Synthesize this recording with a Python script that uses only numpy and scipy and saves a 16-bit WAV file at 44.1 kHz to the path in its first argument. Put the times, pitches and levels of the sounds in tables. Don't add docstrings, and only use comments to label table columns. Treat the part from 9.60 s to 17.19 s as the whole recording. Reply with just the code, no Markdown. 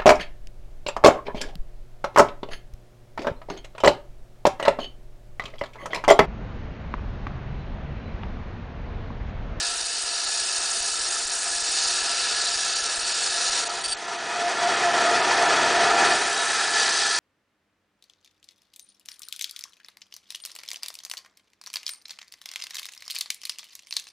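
import sys
import numpy as np
from scipy import signal
from scipy.fft import rfft, irfft, next_fast_len
from scipy.io import wavfile
from scipy.ndimage import uniform_filter1d

SR = 44100
rng = np.random.default_rng(int(sys.argv[2]) if len(sys.argv) > 2 else 0)


def put_to_file(sound):
    columns = np.atleast_2d(sound).T
    safe = np.clip(columns, -1, 1)
    whole_steps = np.round(safe * 32767)
    wavfile.write(sys.argv[1], SR, whole_steps.astype(np.int16))


def makeup_ratio(level_db):
    decades = np.asarray(level_db, float) / 20
    return 10 ** decades


N = 334719


def evened(x):
    return x / np.sqrt(np.mean(x ** 2) + 1e-20)


def column(rows, k, t):
    return np.interp(t, [row[0] for row in rows], [row[k] for row in rows])


def read(points, hz):
    f, value = np.transpose(points)
    return np.interp(np.log(hz + 1), np.log(f + 1), value)


def wander(top_hz):
    count = next_fast_len(N // 64 + 1)
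    hz = np.fft.rfftfreq(count, 64 / SR)
    shape = (hz > 2) / np.sqrt(hz + 2) / (1 + (hz / top_hz) ** 4)
    slow = irfft(rfft(rng.standard_normal(count)) * shape, count)
    return evened(np.interp(np.arange(N) / 64, np.arange(count), slow))


def body(x, spectrum, base_db, modes):
    hz = np.fft.rfftfreq(N, 1 / SR)
    power = makeup_ratio(2 * (read(spectrum, hz) + base_db)) if spectrum else 0
    for f, width, db in modes:
        power = power + makeup_ratio(2 * db) / (1 + (2 * (hz - f) / width) ** 2) ** 1.58
    return irfft(rfft(x) * np.sqrt(power), N)


def strike(rows, shape):
    train = np.zeros(N)
    s, db = np.transpose(rows)
    train[(s * SR).astype(int)] = makeup_ratio(db)
    return signal.oaconvolve(train, shape)[:N]


# [f/Hz, level/dB per Hz]
GRIT = [(530, -44.5), (900, -13.5), (1110, -11.5), (1310, -10.5), (1700, -3), (2060, -10), (2600, -5),
        (3120, -6), (4410, -1), (8950, -3), (10100, -4), (13100, -49), (22000, -120)]
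# [f/Hz, width/Hz, level/dB]
BLADE = [(520, 126, -11), (935, 25, -13), (1276, 30, -3), (1337, 36, -1), (1344, 19, 0.5), (1452, 60, -4.5),
         (1700, 90, 0), (2633, 96, -3.5), (2830, 46, -3.5), (2980, 19, -3.5), (2960, 22, -7),
         (3677, 71, -2), (4020, 72, -0.5), (4400, 140, -0.5), (4680, 29, 1), (4985, 270, -3.5),
         (5660, 40, 1.5), (5690, 28, 0.5), (6810, 110, -7.5), (1690, 23, -11), (3840, 22, -5.5),
         (6740, 42, 0.5), (7350, 92, -9), (8810, 330, -7.5)]
# [f/Hz, width/Hz, level/dB]
BLADE_HIGH = [(420, 58, -9), (807, 31, -4.5), (1313, 42, 0), (1400, 31, -4), (1730, 63, 4), (1960, 44, -3),
              (2450, 54, -7), (3260, 80, -6), (3840, 48, 2), (4240, 84, -7.5), (4730, 89, 2), (5250, 30, 3),
              (6000, 170, -0.5), (6100, 39, 0)]
# [t/s, grinding level/dB]
FEED = [(0, -24.5), (.16, -29), (.8, -25.5), (1.5, -26), (1.85, -28), (2.22, -21.5), (2.4, -24),
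        (2.58, -23), (3.05, -23.5), (3.36, -27), (3.52, -25), (4.0, -23), (6.5, -31.5), (6.85, -31),
        (6.98, -28), (7.12, -31.5), (7.17, -22.5), (7.3, -24.5)]
# [start t/s, end t/s, level/dB against the feed]
CONTACT = [
    (-1, 4.02, 0),
    (4.0, 4.052, -4),
    (4.05, 4.085, -5.5),
    (4.09, 4.118, -8),
    (4.11, 4.233, -8.5),
    (4.235, 4.284, -6.5),
    (4.272, 4.345, -6),
    (4.33, 4.362, -13),
    (4.366, 4.42, -19),
    (6.44, 9, 0),
]
FREE_S = (5.2, 6.42)
# [t/s, treble tilt level/dB per octave]
HARDNESS = [(0, -1.2), (.65, -0.7), (1.15, 3), (2.1, 3), (2.65, -1.6), (3.9, 0.5), (6.5, -4), (6.9, -2.2),
            (7.2, -0.3)]
# [frame ring level/dB, coral body level/dB, fizz level/dB]
CUT_COLOUR = [
    (-3, -2, -2),
    (-1.5, -2.5, -4),
]
CUT_BANDS_HZ = (1450, 2610, 4840, 8380)
FEED_MID_DB, MOTOR_UNDER_DB, MOST_DB = -25, -17, 11
RING_FOLLOWS, CORAL_FOLLOWS, FIZZ_PER_DB = 0.95, 0.59, -0.82
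PIVOT_HZ = 5030
TOUCH_S, LEAVE_S = .006, .01


def grinding(t, turns):
    impacts = rng.standard_normal(N) * makeup_ratio(.8 * np.minimum(rng.exponential(1, N), 5))
    bite_db = 0.21 * np.cos(4 * np.pi * turns) + 0.69 * np.cos(12 * np.pi * turns)
    bites = impacts * makeup_ratio(bite_db + 0.5 * wander(top_hz=64.0))
    first = t < np.mean(FREE_S)
    rung = np.where(first, body(bites, GRIT, -4.5, BLADE), body(bites, GRIT, -2.2, BLADE_HIGH))

    hz, s, z = signal.stft(rung, SR, nperseg=256, noverlap=192)
    z /= np.sqrt(np.mean(abs(z[(hz > 3500) & (hz < 6500)]) ** 2) * 40)
    patches = evened(uniform_filter1d(uniform_filter1d(rng.standard_normal(z.shape), 3, 0), 120, 1))
    flecks = evened(uniform_filter1d(uniform_filter1d(rng.standard_normal(z.shape), 14, 0), 5, 1))

    feed_db = column(FEED, 1, s)
    gained_db = np.minimum(column(MOTOR, 1, s) - feed_db - MOTOR_UNDER_DB, MOST_DB)
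    ring, coral, fizz = np.array(CUT_COLOUR)[(s > np.mean(FREE_S)).astype(int)].T
    ring = ring + RING_FOLLOWS * gained_db
    coral = coral + CORAL_FOLLOWS * gained_db
    fizz = fizz + FIZZ_PER_DB * (feed_db - FEED_MID_DB)
    tilt = np.array([ring, coral, 0 * s, fizz])
    weights = np.array([np.interp(np.log(hz + 1), np.log(CUT_BANDS_HZ), row) for row in np.eye(4)])
    octaves = np.clip(np.log2((hz + 1) / PIVOT_HZ), -.6, .6)
    colour_db = weights.T @ tilt + np.outer(octaves, column(HARDNESS, 1, s))
    z *= makeup_ratio(colour_db + 0.7 * patches + 1.2 * flecks * hz[:, None] / 8000)

    touches = []
    for start, end, db in CONTACT:
        ramp = np.minimum((t - start) / TOUCH_S, (end - t) / LEAVE_S)
        touches.append(makeup_ratio(db) * np.clip(ramp, 0, 1))
    ground = signal.istft(z, SR, nperseg=256, noverlap=192)[1][:N]
    return np.max(touches, 0) * makeup_ratio(column(FEED, 1, t)) * ground


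# [start t/s, end t/s, level/dB]
SQUEAL = [
    (4.234, 4.276, -28.5),
    (4.277, 4.328, -28.5),
    (4.318, 4.344, -25.5),
]
# [f/Hz, width/Hz, level/dB]
SQUEAL_MODES = [(4600, 86, -3.5), (8550, 280, -1.5), (9560, 300, -4), (3400, 1000, -9.5)]


def squeal(t):
    touch = np.zeros(N)
    for start, end, db in SQUEAL:
        touch += makeup_ratio(db) * np.clip(np.minimum((t - start) / 0.008, (end - t) / 0.014), 0, 1)
    hz = SQUEAL_MODES[0][0] + 40. * wander(top_hz=80)
    song = makeup_ratio(-1.5 + 2.2 * wander(top_hz=120)) * np.sin(2 * np.pi * np.cumsum(hz) / SR)
    hiss = evened(body(rng.standard_normal(N), None, 0, SQUEAL_MODES))
    return touch * (song + .8 * hiss)


# [t/s, turns completed]
WHEEL = [(0, -.16), (.761, 7), (1.883, 17), (2.751, 25), (3.383, 31), (4.108, 38), (4.6, 42.8), (6.5, 61.7),
         (7.6, 73.4)]


def at_turns(turns):
    s, made = np.transpose(WHEEL)
    return np.interp(turns, made, s)


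KNOCK_TURNS = (4, 38)
KNOCK_LAG_S, KNOCK_DB, KNOCK_SPREAD_DB = .018, -20, 3
HARDEST_S, KNOCK_FALLS_DB_PER_S = 1.7, 5.5


def weld():
    u = np.arange(1500) / SR
    knock = np.sin(2 * np.pi * 1320 * u) * np.exp(-u / 0.0046)
    knock += .5 * np.sin(2 * np.pi * 1700 * u) * np.exp(-u / 0.003)
    s = at_turns(np.arange(*KNOCK_TURNS)) + KNOCK_LAG_S
    db = KNOCK_DB - KNOCK_FALLS_DB_PER_S * abs(s - HARDEST_S)
    db = db + KNOCK_SPREAD_DB * rng.standard_normal(len(s))
    return makeup_ratio(-8.0) * strike(np.transpose([s, db]), knock * np.minimum(u / 0.0025, 1))


# [t/s, level/dB]
MOTOR = [(0.0, -42.5), (0.25, -46), (1.0, -42.5), (2.0, -42), (2.4, -39.5), (3.0, -42), (3.7, -40),
         (4.1, -36.5), (4.35, -41), (4.7, -34), (5.1, -27.5), (5.5, -25), (5.9, -23.5), (6.5, -23.5),
         (6.7, -33), (6.9, -35), (7.2, -33.5), (7.59, -38.5)]
# [f/Hz, level/dB per Hz]
FRAME = [(24, -75), (40, -51.5), (176, -25), (361, -16.5), (560, -11.5), (689, -4.5), (1090, -17.5),
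         (1320, -11), (1590, -12.5), (1740, -13.5), (2090, -15.5), (5800, -19.5), (10100, -29),
         (13100, -70), (22000, -120)]
# [f/Hz, width/Hz, level/dB]
PANELS = [(212, 19, -28.5), (263, 5.2, -31.5), (322, 11, -15), (388, 45, -13.5), (427, 18, -12),
          (461, 24, -9.5), (658, 5.1, -15.5), (689.4, 11.6, -0.5), (790, 4.5, 0.5), (895, 27, -8.5),
          (959, 22, -4), (1029, 18, -9.5), (1172, 14, -9), (1233, 59, -2), (1360, 60, -5), (1470, 10, -5),
          (1740, 135, -8), (1785, 18, -11.5), (1930, 91, -7.5), (2474, 29, -13), (2520, 32, -9),
          (3240, 50, -18), (3360, 33, -12), (4575, 150, -16), (5860, 350, -23)]
# [f/Hz, level/dB against the motor]
HUM = [(120, -32.5), (149.5, -32), (240, -27.5), (360.5, -17)]
SHAFT_PER_WHEEL = 2.5
SHAFT_ORDERS, SHAFT_DB = 40, -7.5
OPEN_DB = -24
TREBLE_DB, TREBLE_PER_DB = -0.83, -.25
LOADED_TREBLE_DB = -0.5


def motor(t, turns):
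    shaft = SHAFT_PER_WHEEL * turns + 0.0081 * wander(top_hz=6.1)
    starts = rng.random(SHAFT_ORDERS)
    orders = evened(sum(np.cos(2 * np.pi * ((k + 3) * shaft + start)) for k, start in enumerate(starts)))
    throb_db = 0.45 * np.cos(2 * np.pi * turns) + 1.1 * wander(top_hz=40)
    share = np.sqrt(2 * 1000 / SR)
    drive = rng.standard_normal(N) * makeup_ratio(throb_db) + makeup_ratio(SHAFT_DB) * share * orders
    shell = body(drive, FRAME, -1.0, PANELS)

    hz = np.fft.rfftfreq(N, 1 / SR)
    low = irfft(rfft(shell) * (hz > 300) * (hz < 1000), N)
    treble = irfft(rfft(shell) / np.sqrt(1 + (2500 / (hz + 1)) ** 4), N)
    motor_db = column(MOTOR, 1, t)
    free_db = TREBLE_DB + TREBLE_PER_DB * (motor_db - OPEN_DB)
    treble_db = np.where(t < SQUEAL[-1][1], LOADED_TREBLE_DB, free_db)
    shell = (shell + (makeup_ratio(treble_db) - 1) * treble) / low.std()

    hum = np.zeros(N)
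    for f, db in HUM:
        wave = np.sqrt(2) * np.sin(2 * np.pi * (f * t + rng.random()))
        hum += makeup_ratio(db + 0.83 * wander(top_hz=3.4)) * wave
    return makeup_ratio(motor_db) * (shell + hum)


def tone(hz, db):
    hz = hz + 3.7 * wander(top_hz=25.1)
    return makeup_ratio(db - 4 + 1.9 * wander(top_hz=25)) * np.sqrt(2) * np.sin(2 * np.pi * np.cumsum(hz) / SR)


# [t/s, level/dB]
LOW_SWELLS = [(.1, -42), (.55, -44.5), (2.9, -38.5), (4.14, -41), (4.7, -33), (4.78, -29), (4.87, -26.5),
              (5.07, -23), (5.27, -24), (5.475, -21), (5.72, -29.5), (6.42, -28.5)]
# [t/s, f/Hz]
HIGH_PITCH = [(0, 1700), (2.4, 1700), (5, 1731), (6.1, 1740), (6.9, 1745), (7.59, 1712)]
# [t/s, f/Hz, level/dB]
WHISTLE = [(6.45, 3840, -69.5), (6.55, 3810, -44), (6.72, 3750, -40), (6.8, 3840, -33), (7, 3770, -46),
           (7.2, 3720, -43), (7.35, 3700, -73)]
LOW_HZ, LOW_DB, LOW_FOLLOWS = 699, -27, 1.24
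HIGH_DB, HIGH_FOLLOWS = -33, 0.9
SWELL_S = 0.023
HELD_DB = -5


def panel_tones(t):
    open_db = column(MOTOR, 1, t) - OPEN_DB
    swells = sum(makeup_ratio(db) * np.exp(-.5 * ((t - s) / SWELL_S) ** 2) for s, db in LOW_SWELLS)
    held_db = HELD_DB * np.clip((t - FREE_S[1]) / .4, 0, 1)
    low = (makeup_ratio(LOW_DB + LOW_FOLLOWS * open_db + held_db) + swells) * tone(LOW_HZ, 0)
    high = tone(column(HIGH_PITCH, 1, t), HIGH_DB + HIGH_FOLLOWS * open_db)
    return low + high + tone(column(WHISTLE, 1, t), column(WHISTLE, 2, t))


# [f/Hz, width/Hz, depth level/dB]
NOTCHES = [(564, 102, -5), (1160, 79, -1.5), (1223, 25, -10), (1956, 100, -2.5), (2797, 38, -8.5),
           (3360, 84, -0.5)]


def scene():
    t = np.arange(N) / SR
    turns = column(WHEEL, 1, t)
    direct = grinding(t, turns) + squeal(t) + weld() + motor(t, turns) + panel_tones(t)
    hz = np.fft.rfftfreq(N, 1 / SR)
    notch_db = sum(db * np.exp(-.5 * ((hz - f) / (width / 2)) ** 2) for f, width, db in NOTCHES)
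    return np.tile(irfft(rfft(direct) * makeup_ratio(notch_db), N), (2, 1))


# [t/s, depth level/dB]
HARD_JOLTS = [(.085, -43), (.217, -45), (.235, -41), (.989, -44), (1.208, -39), (1.431, -46.5),
              (1.656, -42), (1.768, -50), (2.026, -42), (2.624, -44), (2.734, -46), (2.961, -46),
              (3.227, -44), (3.383, -38), (4.108, -50), (4.273, -43), (4.3, -42), (4.334, -60)]
JOLT_DB, HALF_JOLT_DB, JOLT_SPREAD_DB = -48.5, -52, 4.5


def jolts():
    halves = np.arange(2, 2 * KNOCK_TURNS[1])
    db = np.where(halves % 2, HALF_JOLT_DB, JOLT_DB) + JOLT_SPREAD_DB * rng.standard_normal(len(halves))
    return np.vstack([np.transpose([at_turns(halves / 2), db]), HARD_JOLTS])


def starved(x, frame, share, top_share):
    hz, s, z = signal.stft(x, SR, nperseg=frame, noverlap=frame * 3 // 4)
    edges_hz = [5040, 5470, 5940, 6460, 7020, 7580, 8270, 8960, 9650, 11000]
    odds = np.geomspace(share, top_share, len(edges_hz) - 1)
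    empty = rng.random((len(s) // 5 + 1, len(odds))) < odds
    band = np.searchsorted(edges_hz, hz) - 1
    inside = (band >= 0) & (band < len(odds))
    hole = np.repeat(empty, 5, 0)[:len(s), np.clip(band, 0, len(odds) - 1)].T * inside[:, None]
    return signal.istft(z * (1 - hole), SR, nperseg=frame, noverlap=frame * 3 // 4)[1][:N]


# [lower edge f/Hz, step level/dB against the band]
COARSE = [(3800, -7.5), (4480, -0.5), (5510, 1), (6550, 1.14), (7920, 1), (9300, 5.5)]
EDGE_HZ = 10022


def coarse(x, hop=160):
    n, k = np.arange(2 * hop), np.arange(hop)
    window = np.sin(np.pi * (n + .5) / (2 * hop))[:, None]
    basis = window * np.cos(np.pi / hop * np.outer(n + .5 + hop / 2, k + .5))
    count = N // hop + 2
    padded = np.pad(x, (hop, 3 * hop))
    lines = padded[np.arange(count)[:, None] * hop + n] @ basis
    edges = [int(hz * 2 * hop / SR) for hz, db in COARSE] + [int(EDGE_HZ * 2 * hop / SR) + 2]
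    hunger_db = 4.5 * rng.standard_normal(count)
    luck_db = 1.5 * rng.standard_normal((count, len(COARSE)))
    for band, (lo, hi) in enumerate(zip(edges, edges[1:])):
        part = lines[:, lo:hi]
        level = np.sqrt(uniform_filter1d((part ** 2).mean(1), size=24) + 1e-12)
        step = (level * makeup_ratio(COARSE[band][1] + hunger_db + luck_db[:, band]))[:, None]
        lines[:, lo:hi] = step * np.sign(part) * np.floor(abs(part) / step + 0.42)
    blocks = lines @ basis.T * 2 / hop
    return (blocks[1:, :hop] + blocks[:-1, hop:]).ravel()[:N]


def band_limit(x):
    return signal.sosfilt(signal.butter(12, 11090, fs=SR, output="sos"), x)


TREMORS_PER_S, TREMOR_DB = 59, -58.5


def record(dry):
    u = np.arange(-400, 1200) / SR
    dent = np.exp(-.5 * (u / np.where(u < 0, .0019, .004)) ** 2)
    tremor_size = np.interp(np.arange(N) / SR, [2.1, 3.6, 4.42, 4.5, 5.6, 6.5, 6.8],
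                            [1.3, .5, 0.67, .1, .3, 1.6, .4])
    tremors = (rng.random(N) < TREMORS_PER_S / SR) * rng.exponential(1, N) * tremor_size
    rows = jolts()
    dents = strike(rows, dent) + makeup_ratio(TREMOR_DB) * signal.oaconvolve(tremors, dent)[:N]
    dents = np.roll(dents, -400)
    duck = np.roll(strike(rows, np.exp(-np.arange(1600) / SR / 0.0081)), -60)
    ducked = dry[0] * makeup_ratio(-500 * uniform_filter1d(duck, 60))
    rumble = signal.lfilter(*signal.butter(2, 90 / (SR / 2)), dry[0] ** 2) * makeup_ratio(-16)
    push = signal.lfilter(*signal.butter(1, 9 / (SR / 2), "high"), 0.71 * dents + rumble)
    x = coarse(starved(ducked - push, 768, .007, 0.015))
    x = signal.oaconvolve(x, signal.firwin(801, EDGE_HZ, window=("kaiser", 9), fs=SR), "same")
    return band_limit(np.tile(x, (2, 1)))


dry = scene()
out = record(dry)
put_to_file(out)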